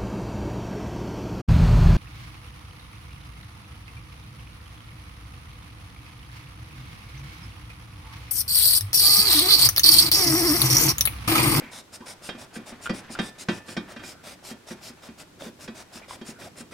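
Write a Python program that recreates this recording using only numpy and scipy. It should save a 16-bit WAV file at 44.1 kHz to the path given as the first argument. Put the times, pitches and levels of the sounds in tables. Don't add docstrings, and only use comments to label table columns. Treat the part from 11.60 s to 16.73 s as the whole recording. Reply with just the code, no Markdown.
import sys
import numpy as np
from scipy import signal
from scipy.fft import rfft, irfft, next_fast_len
from scipy.io import wavfile

SR = 44100
rng = np.random.default_rng(int(sys.argv[2]) if len(sys.argv) > 2 else 0)


def store_pcm(level_fs):
    pcm = np.round(np.clip(level_fs, -1, 1) * 32767).astype(np.int16)
    wavfile.write(sys.argv[1], SR, np.atleast_2d(pcm).T)


N = 226385

# start_s, end_s, hiss_db
STROKES = [(-0.065, 0.019, -39), (0.11, 0.22, -42), (0.318, 0.382, -41), (0.455, 0.543, -41.5),
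           (0.611, 0.714, -41), (0.776, 0.858, -46.5), (0.925, 0.995, -44.5), (1.056, 1.126, -46),
           (1.203, 1.291, -42), (1.33, 1.415, -43.5), (1.493, 1.565, -39.5), (1.601, 1.709, -42.5),
           (1.774, 1.852, -39), (1.887, 2.004, -45.5), (2.052, 2.166, -43.5), (2.283, 2.344, -50.5),
           (2.416, 2.551, -41.5), (2.631, 2.756, -44.5), (2.821, 2.948, -41.5), (3.064, 3.148, -44),
           (3.204, 3.325, -41), (3.417, 3.489, -48.5), (3.572, 3.642, -45), (3.787, 3.903, -46.5),
           (3.986, 4.079, -44.5), (4.143, 4.237, -45.5), (4.315, 4.412, -43.5), (4.478, 4.567, -43),
           (4.64, 4.738, -42.5), (4.785, 4.89, -47), (4.954, 5.036, -43), (5.107, 5.17, -49)]
# time_s, rustle_db
HAND_PRESSURE = [(0.04, -47.5), (0.26, -69.5), (0.45, -60), (0.8, -57), (1.2, -54.5), (1.48, -49),
                 (1.8, -60), (2.38, -52), (2.6, -63), (2.96, -60), (3.4, -61), (3.7, -67), (4.15, -70),
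                 (4.42, -51.5), (4.75, -70), (5.1, -70)]
LIGHT_LANDING_DB = -32
STROKE_SAMPLES = 8192


def eraser(full_speed=0.78, spot_spread=0.13):
    # frequency_hz, level_db
    push_spectrum = [(900, -24.5), (2000, -1.5), (2650, 1), (3200, -3.5), (4300, 0.5), (5350, 4),
                     (6150, -4.5), (7100, 1.5), (7800, -1.5), (8700, 3.5), (10200, -4.5), (13000, -14.5),
                     (15800, -24)]
    pull_spectrum = [(900, -43), (2000, 1.5), (3100, -4.5), (3650, 4), (4200, -4.5), (5000, 2.5),
                     (6500, -2.5), (7500, -3), (8900, -0.5), (10000, -5), (11500, -13.5), (13500, -22),
                     (15800, -45)]
    # frequency_hz, level_db
    rub_spectrum = [(60, -9.5), (160, -4), (240, -0.5), (440, -4), (590, 8), (720, 3), (900, 1),
                    (1150, -1.5), (1400, 2), (2000, -5.5), (3500, -8.5), (8000, -21)]
    # speed_exponent, rub_db, lower_resonance_hz, upper_resonance_hz, top_db
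    directions = [(2, -50, 5670, 7060, -1), (0.92, -47, 5330, 8500, 2)]
    # time_s, treble_db, air_db
    brightness = [(0.2, -0.5, 6), (1.2, 1.5, 1.5), (2.0, -1, 0), (2.6, -4, 8), (3.6, -6, 4.5),
                  (5.0, 0.5, 3)]
    hiss, rub = np.zeros((2, N)), np.zeros(N)
    for k, (start, end, hiss_db) in enumerate(STROKES):
        exponent, rub_db, lower_hz, upper_hz, top_db = directions[k % 2]
        spectrum = (push_spectrum, pull_spectrum)[k % 2]
        speed = arc(end - start)
        spot = 1 + spot_spread * (2 * rng.random(2) - 1)
        treble_db, air_db = at_time(brightness, start)
        peaks = [(lower_hz * spot[0], 800, 2.0), (upper_hz * spot[1], 800, 2.0),
                 (9300, 3500, treble_db), (13500, 6000, top_db + air_db)]
        rasp = friction(spectrum, grain_db=1.0, size=STROKE_SAMPLES, peaks=peaks, ripple_db=2.5)
        add(hiss, start, from_db(hiss_db) * np.tanh(speed ** exponent / full_speed) * rasp)
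        add(rub, start, from_db(rub_db) * speed ** 0.44)
    slip = drift(rate_hz=83)
    low_rub = rub * friction(rub_spectrum, grain_db=3.0)
    return hiss * from_db(0.9 * slip) + low_rub * from_db(2.0 * slip)


def snaps(crack_s=0.016, tail_s=0.048, flutter_s=0.033, rebound_s=0.032, thud_hz=68, thud_s=0.057):
    # start_s, crack_db, thump_db, thump_delay_s
    events = [(0.404, -50.5, -37, 0.0012), (0.689, -31.5, -43, 0.0036), (0.748, -47.5, -38.5, 0.00049),
              (0.956, -39.5, -30, 0.011), (0.986, -55, -38.5, 0.0034), (1.119, -57, -37.5, 0.004),
              (1.294, -28.5, -18.5, 0.0076), (1.499, -67, -34, 0.0014), (1.588, -25, -19, 0.01),
              (1.885, -24, -15, 0.0023), (2.082, -41, -40, 0.0077), (2.166, -29, -21.5, 0.0088),
              (2.361, -40.5, -35, 0.0039), (2.393, -46, -42, 0.0054), (2.434, -42.5, -54, 0.006),
              (2.911, -45, -33.5, 0.0018), (3.106, -40, -32, 0.0043), (3.297, -52.5, -39, 0.003),
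              (3.486, -48, -36, 0.0026), (3.818, -59, -49, 0.00012), (3.864, -49.5, -35, 0.0012),
              (4.077, -38.5, -30, 0.01), (4.356, -60, -39, 0), (4.612, -43.5, -33, 0.002),
              (4.688, -50, -35, 0), (4.812, -46, -53, 0.003), (5.003, -50, -36, 0.0015),
              (5.122, -44, -32, 0.011)]
    # frequency_hz, level_db
    crack_spectrum = [(120, -5), (370, 5.5), (530, 2), (700, 1.5), (1000, -3), (1600, 1.5), (2100, -4.5),
                      (2900, -8.5), (3600, -8.5), (4200, -10.5), (5300, -9.5), (6500, -17), (10000, -27),
                      (16000, -57)]
    # frequency_hz, level_db
    flutter_spectrum = [(100, -24), (200, -9.5), (310, 4.5), (390, -7.5), (520, -7.5), (1200, -14),
                        (5000, -62)]
    age = np.arange(SR // 6) / SR
    crackle, thumps, flutter = np.zeros((3, N))
    swell = 1 - np.exp(-age / 0.0012)
    burst = swell * (np.exp(-(age / crack_s) ** 2) + 0.053 * np.exp(-age / tail_s))
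    thud_phase = 2 * np.pi * thud_hz * age
    thud = (np.sin(thud_phase) - 1.13 * np.sin(1.775 * thud_phase)) * np.exp(-age / thud_s)
    rebound_delays = rebound_s * rng.uniform(0.778, 1.2, len(events))
    for (start, crack_db, thump_db, delay), rebound_delay in zip(events, rebound_delays):
        extra_db = thump_db - LIGHT_LANDING_DB
        touchdown = start + delay
        add(crackle, start, from_db(crack_db) * burst)
        add(flutter, touchdown, from_db(-45 + 0.96 * extra_db) * swell * np.exp(-age / flutter_s))
        add(thumps, touchdown, landing(thump_db, age) + from_db(-55 + 0.6 * extra_db) * thud)
        add(thumps, touchdown + rebound_delay, landing(-48.5 + 0.22 * extra_db, age))
    peaks = [(1564, 240, 2.17), (1900, 170, 7.5), (2440, 120, 7.7), (3390, 41, 1.5), (3680, 55, 1.5)]
    cracks = pan(-2.2) * crackle * friction(crack_spectrum, grain_db=2.5, peaks=peaks)
    return cracks, thumps + flutter * friction(flutter_spectrum, grain_db=1.5)


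def landing(level_db, age, rise_s=0.00096):
    extra_db = level_db - LIGHT_LANDING_DB
    flap_hz = 229.9 - 1.12 * extra_db
    length_s = 0.017 * np.exp(-0.017 * extra_db)
    swing = (1 - np.exp(-age / rise_s)) * np.exp(-(age / length_s) ** 2)
    phase = 2 * np.pi * flap_hz * age
    return from_db(level_db) * swing * (np.sin(phase) + 0.3 * np.sin(1.54 * phase))


def pops(ring_s=0.0025, rise_s=0.00021, rasp_share=0.27):
    # start_s, level_db, pitch_hz
    buckles = [(1.2584, -22, 1420), (1.264, -19, 1413), (1.272, -20, 1430), (1.5521, -24, 1390),
               (1.558, -29.5, 1530), (3.821, -24.5, 590), (4.509, -25, 1030)]
    # frequency_hz, level_db
    rasp_spectrum = [(700, -2), (1400, -15), (2500, 2), (3500, 1), (4500, -17), (12000, -42)]
    age = np.arange(SR // 30) / SR
    notes, crackle = np.zeros((2, N))
    for start, level_db, pitch_hz in buckles:
        swing = from_db(level_db) * (1 - np.exp(-age / rise_s)) * np.exp(-age / ring_s)
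        add(notes, start, swing * np.sin(2 * np.pi * pitch_hz * age))
        add(crackle, start, swing)
    return notes + rasp_share * crackle * friction(rasp_spectrum, grain_db=3.0)


def hand(lag_s=0.011, flutter_db=3.0):
    # frequency_hz, level_db
    rustle_spectrum = [(250, 4.5), (550, -1.5), (1000, 2), (1450, 3.5), (2300, -1), (3500, -7),
                       (6000, -16.5), (10000, -39), (16000, -52)]
    # frequency_hz, level_db
    rumble_spectrum = [(20, -37), (55, -3), (90, 5), (130, 2), (220, 2.5), (350, 0.5), (500, -6.5),
                       (1000, -44)]
    # time_s, rumble_db
    weight = [(0.2, -58.5), (2.3, -54), (3.5, -58.5), (3.87, -51), (4.3, -57.5), (5.05, -52.5)]
    speed = np.zeros(N)
    for start, end, _ in STROKES:
        add(speed, start, arc(end - start))
    pole = np.exp(-1 / (lag_s * SR))
    motion = signal.lfilter([1 - pole], [1, -pole], speed - speed.mean())
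    rustle_db, = at_time(HAND_PRESSURE, TIME)
    rumble_db, = at_time(weight, TIME)
    rustle_gain = from_db(rustle_db - 0.5 * motion + flutter_db * drift(rate_hz=27))
    rustle = rustle_gain * friction(rustle_spectrum, grain_db=2.5)
    rumble = from_db(rumble_db + 6 * motion) * friction(rumble_spectrum, grain_db=2.5)
    return rustle + rumble


def scuffs():
    # middle_s, length_s, pitch_hz, level_db
    catches = [(0.048, 0.14, 2200, -48), (0.033, 0.11, 242, -47.5), (0.436, 0.058, 1030, -49.5),
               (2.577, 0.1, 1400, -59), (3.83, 0.035, 585, -44.5), (3.868, 0.075, 473, -45.5),
               (4.432, 0.032, 2310, -50.5), (4.771, 0.07, 1460, -56), (4.87, 0.036, 674, -46.5)]
    notes = np.zeros((2, N))
    for middle, length, hz, level_db in catches:
        spectrum = [(hz / 3, -20), (hz, 0), (hz * 3, -20)]
        note = friction(spectrum, grain_db=3.5, size=STROKE_SAMPLES, peaks=[(hz, 0.4 * hz, 20.0)])
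        add(notes, middle - length / 2, from_db(level_db) * np.sqrt(arc(length)) * note)
    return notes


def crinkles(grab_s=0.004, rise_s=0.00074, decay_s=0.0072, over_rustle_db=10, spread_db=1.5):
    # frequency_hz, level_db
    flex_spectrum = [(200, -5), (600, 25), (1500, 1), (2800, -11), (4500, -41), (8000, -30), (16000, -48)]
    age, ticks = np.arange(SR // 30) / SR, np.zeros(N)
    tick = (1 - np.exp(-age / rise_s)) * np.exp(-age / decay_s)
    for start, end, _ in STROKES:
        for moment in (start + grab_s, end):
            rustle_db, = at_time(HAND_PRESSURE, moment)
            tick_db = rustle_db + over_rustle_db - spread_db * rng.uniform(-1, 1)
            add(ticks, moment, from_db(tick_db) * tick)
    return ticks * friction(flex_spectrum, grain_db=-2.5)


def desk(force):
    # pitch_hz, gain_db, t60_s, left_minus_right_db
    modes = [(185.3, 6.5, 0.25, 4), (223.4, -13, 0.16, -5), (350.7, 5.5, 0.14, -2), (507, -2.5, 0.057, 1),
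             (745, -5, 0.6, -4), (1193, -0.5, 0.11, 4), (1410, -6, 0.82, -5), (1553.5, -2.5, 0.094, 1),
             (1767, 5.5, 0.64, -4), (1938, -3.5, 0.22, 1), (2260, 1, 0.28, 2), (2430, 3, 0.27, -11.5),
             (2543, 8.5, 0.39, 5), (2757, 3, 0.26, 17), (3216, 10, 0.13, -12), (3334, 1.5, 0.14, 9),
             (3530, 1.5, 0.19, 14), (3710, 4, 0.11, -15), (3926, 1, 0.2, 9), (4670, 2, 0.15, -7),
             (5360, 1.5, 0.12, 4)]
    ringing = np.zeros((2, N))
    for pitch_hz, gain_db, t60_s, pan_db in modes:
        radius, angle = from_db(-60 / (t60_s * SR)), 2 * np.pi * pitch_hz / SR
        drive = (1 - radius ** 2) / 2
        feedback = [1, -2 * radius * np.cos(angle), radius ** 2]
        ring = signal.lfilter([drive, 0, -drive], feedback, force + 1e-18)
        ringing += from_db(gain_db) * pan(pan_db) * ring
    return ringing


def room(sound, t60_s=0.26, gap_s=0.0065, wall_hz=4500, alike_hz=1600):
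    age = np.arange(SR // 2) / SR
    mid, side = rng.standard_normal((2, len(age)))
    side = signal.sosfilt(signal.butter(1, alike_hz, "high", fs=SR, output="sos"), side)
    echoes = (mid + side * [[1], [-1]]) * from_db(-60 * age / t60_s) * (age > gap_s)
    echoes = unit_rms(echoes) / np.sqrt(len(age))
    echoes = signal.sosfilt(signal.butter(1, wall_hz, fs=SR, output="sos"), echoes)
    return signal.fftconvolve(sound, echoes, axes=1)[:, :N]


def room_tone(level_db=-56):
    # frequency_hz, level_db
    spectrum = [(20, -14), (60, 14), (120, 10), (380, 15), (800, 12.5), (2000, 7), (4000, 5), (8000, 1),
                (12000, -4), (16000, -11)]
    # frequency_hz, correlation
    likeness = [(60, 0.51), (250, 0.18), (500, 0.033), (3000, 0.017), (15000, 0.033)]
    return from_db(level_db) * friction(spectrum, grain_db=-1, likeness=likeness)


def friction(spectrum, grain_db, size=N, peaks=(), ripple_db=0.0, likeness=None):
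    # frequency_hz, correlation
    close_likeness = [(60, 0.87), (300, 0.89), (700, 0.85), (1400, 0.7), (3000, 0.63), (7000, 0.84),
                      (15000, 0.5)]
    # frequency_hz, left_minus_right_db
    balance = [(60, -1.5), (350, -0.5), (1200, 0), (2400, 0), (4500, 1), (8000, 1), (14000, 0.5)]
    padded = next_fast_len(size)
    hz = np.arange(padded // 2 + 1) * SR / padded
    colour_db = at_hz(spectrum, hz)
    for centre_hz, width_hz, gain_db in peaks:
        colour_db += gain_db / (1 + ((hz - centre_hz) / (width_hz / 2)) ** 2)
    ripple_hz = np.arange(0, SR / 2, 170)
    colour_db += ripple_db * np.interp(hz, ripple_hz, rng.standard_normal(len(ripple_hz)))
    grains = rng.standard_normal((2, padded))
    grains *= from_db(grain_db * np.minimum(rng.exponential(1, padded), 5))
    mid, side = rfft(grains) * from_db(colour_db)
    alike = np.clip(at_hz(likeness or close_likeness, hz), 0, .99)
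    stereo = np.sqrt(1 + alike) * mid + np.sqrt(1 - alike) * side * [[1], [-1]]
    return unit_rms(irfft(stereo * pan(at_hz(balance, hz)), padded)[:, :size])


def arc(length_s):
    phase = np.arange(STROKE_SAMPLES) / SR / length_s
    return np.sin(np.pi * phase) * (phase < 1)


def drift(rate_hz):
    pole = np.exp(-2 * np.pi * rate_hz / SR)
    wander = signal.lfilter([1], [1, -2 * pole, pole * pole], rng.standard_normal(2 * N))
    return unit_rms(wander[N:])


def add(track, start_s, sound):
    start = int(start_s * SR)
    skip = max(-start, 0)
    part = sound[..., skip:max(N - start, 0)]
    track[..., start + skip:start + skip + part.shape[-1]] += part


def at_time(points, time_s):
    times, *columns = np.transpose(points)
    return [np.interp(time_s, times, column) for column in columns]


def at_hz(points, hz):
    frequencies, values = np.transpose(points)
    return np.interp(np.log(hz + 1e-3), np.log(frequencies), values)


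def pan(left_minus_right_db):
    return from_db(np.array([[0.5], [-0.5]]) * left_minus_right_db)


def from_db(db):
    return 10 ** (np.asarray(db) / 20)


def unit_rms(x):
    return x / np.sqrt(np.mean(x ** 2) + 1e-20)


def scene():
    rubbing = eraser() + hand() + scuffs() + crinkles()
    cracks, thumps = snaps()
    blows = cracks + thumps + pops()
    ringing = desk(from_db(7.5) * cracks.mean(axis=0) + from_db(-12.5) * thumps
                   + from_db(-17.5) * rubbing.mean(axis=0))
    reflections = room(from_db(-9.0) * rubbing + from_db(-6.0) * blows)
    return rubbing + blows + ringing + reflections + room_tone()


def record(dry):
    return signal.sosfilt(signal.ellip(12, .1, 90, 15850, fs=SR, output="sos"), dry)


TIME = np.arange(N) / SR

dry = scene()
out = record(dry)
store_pcm(out)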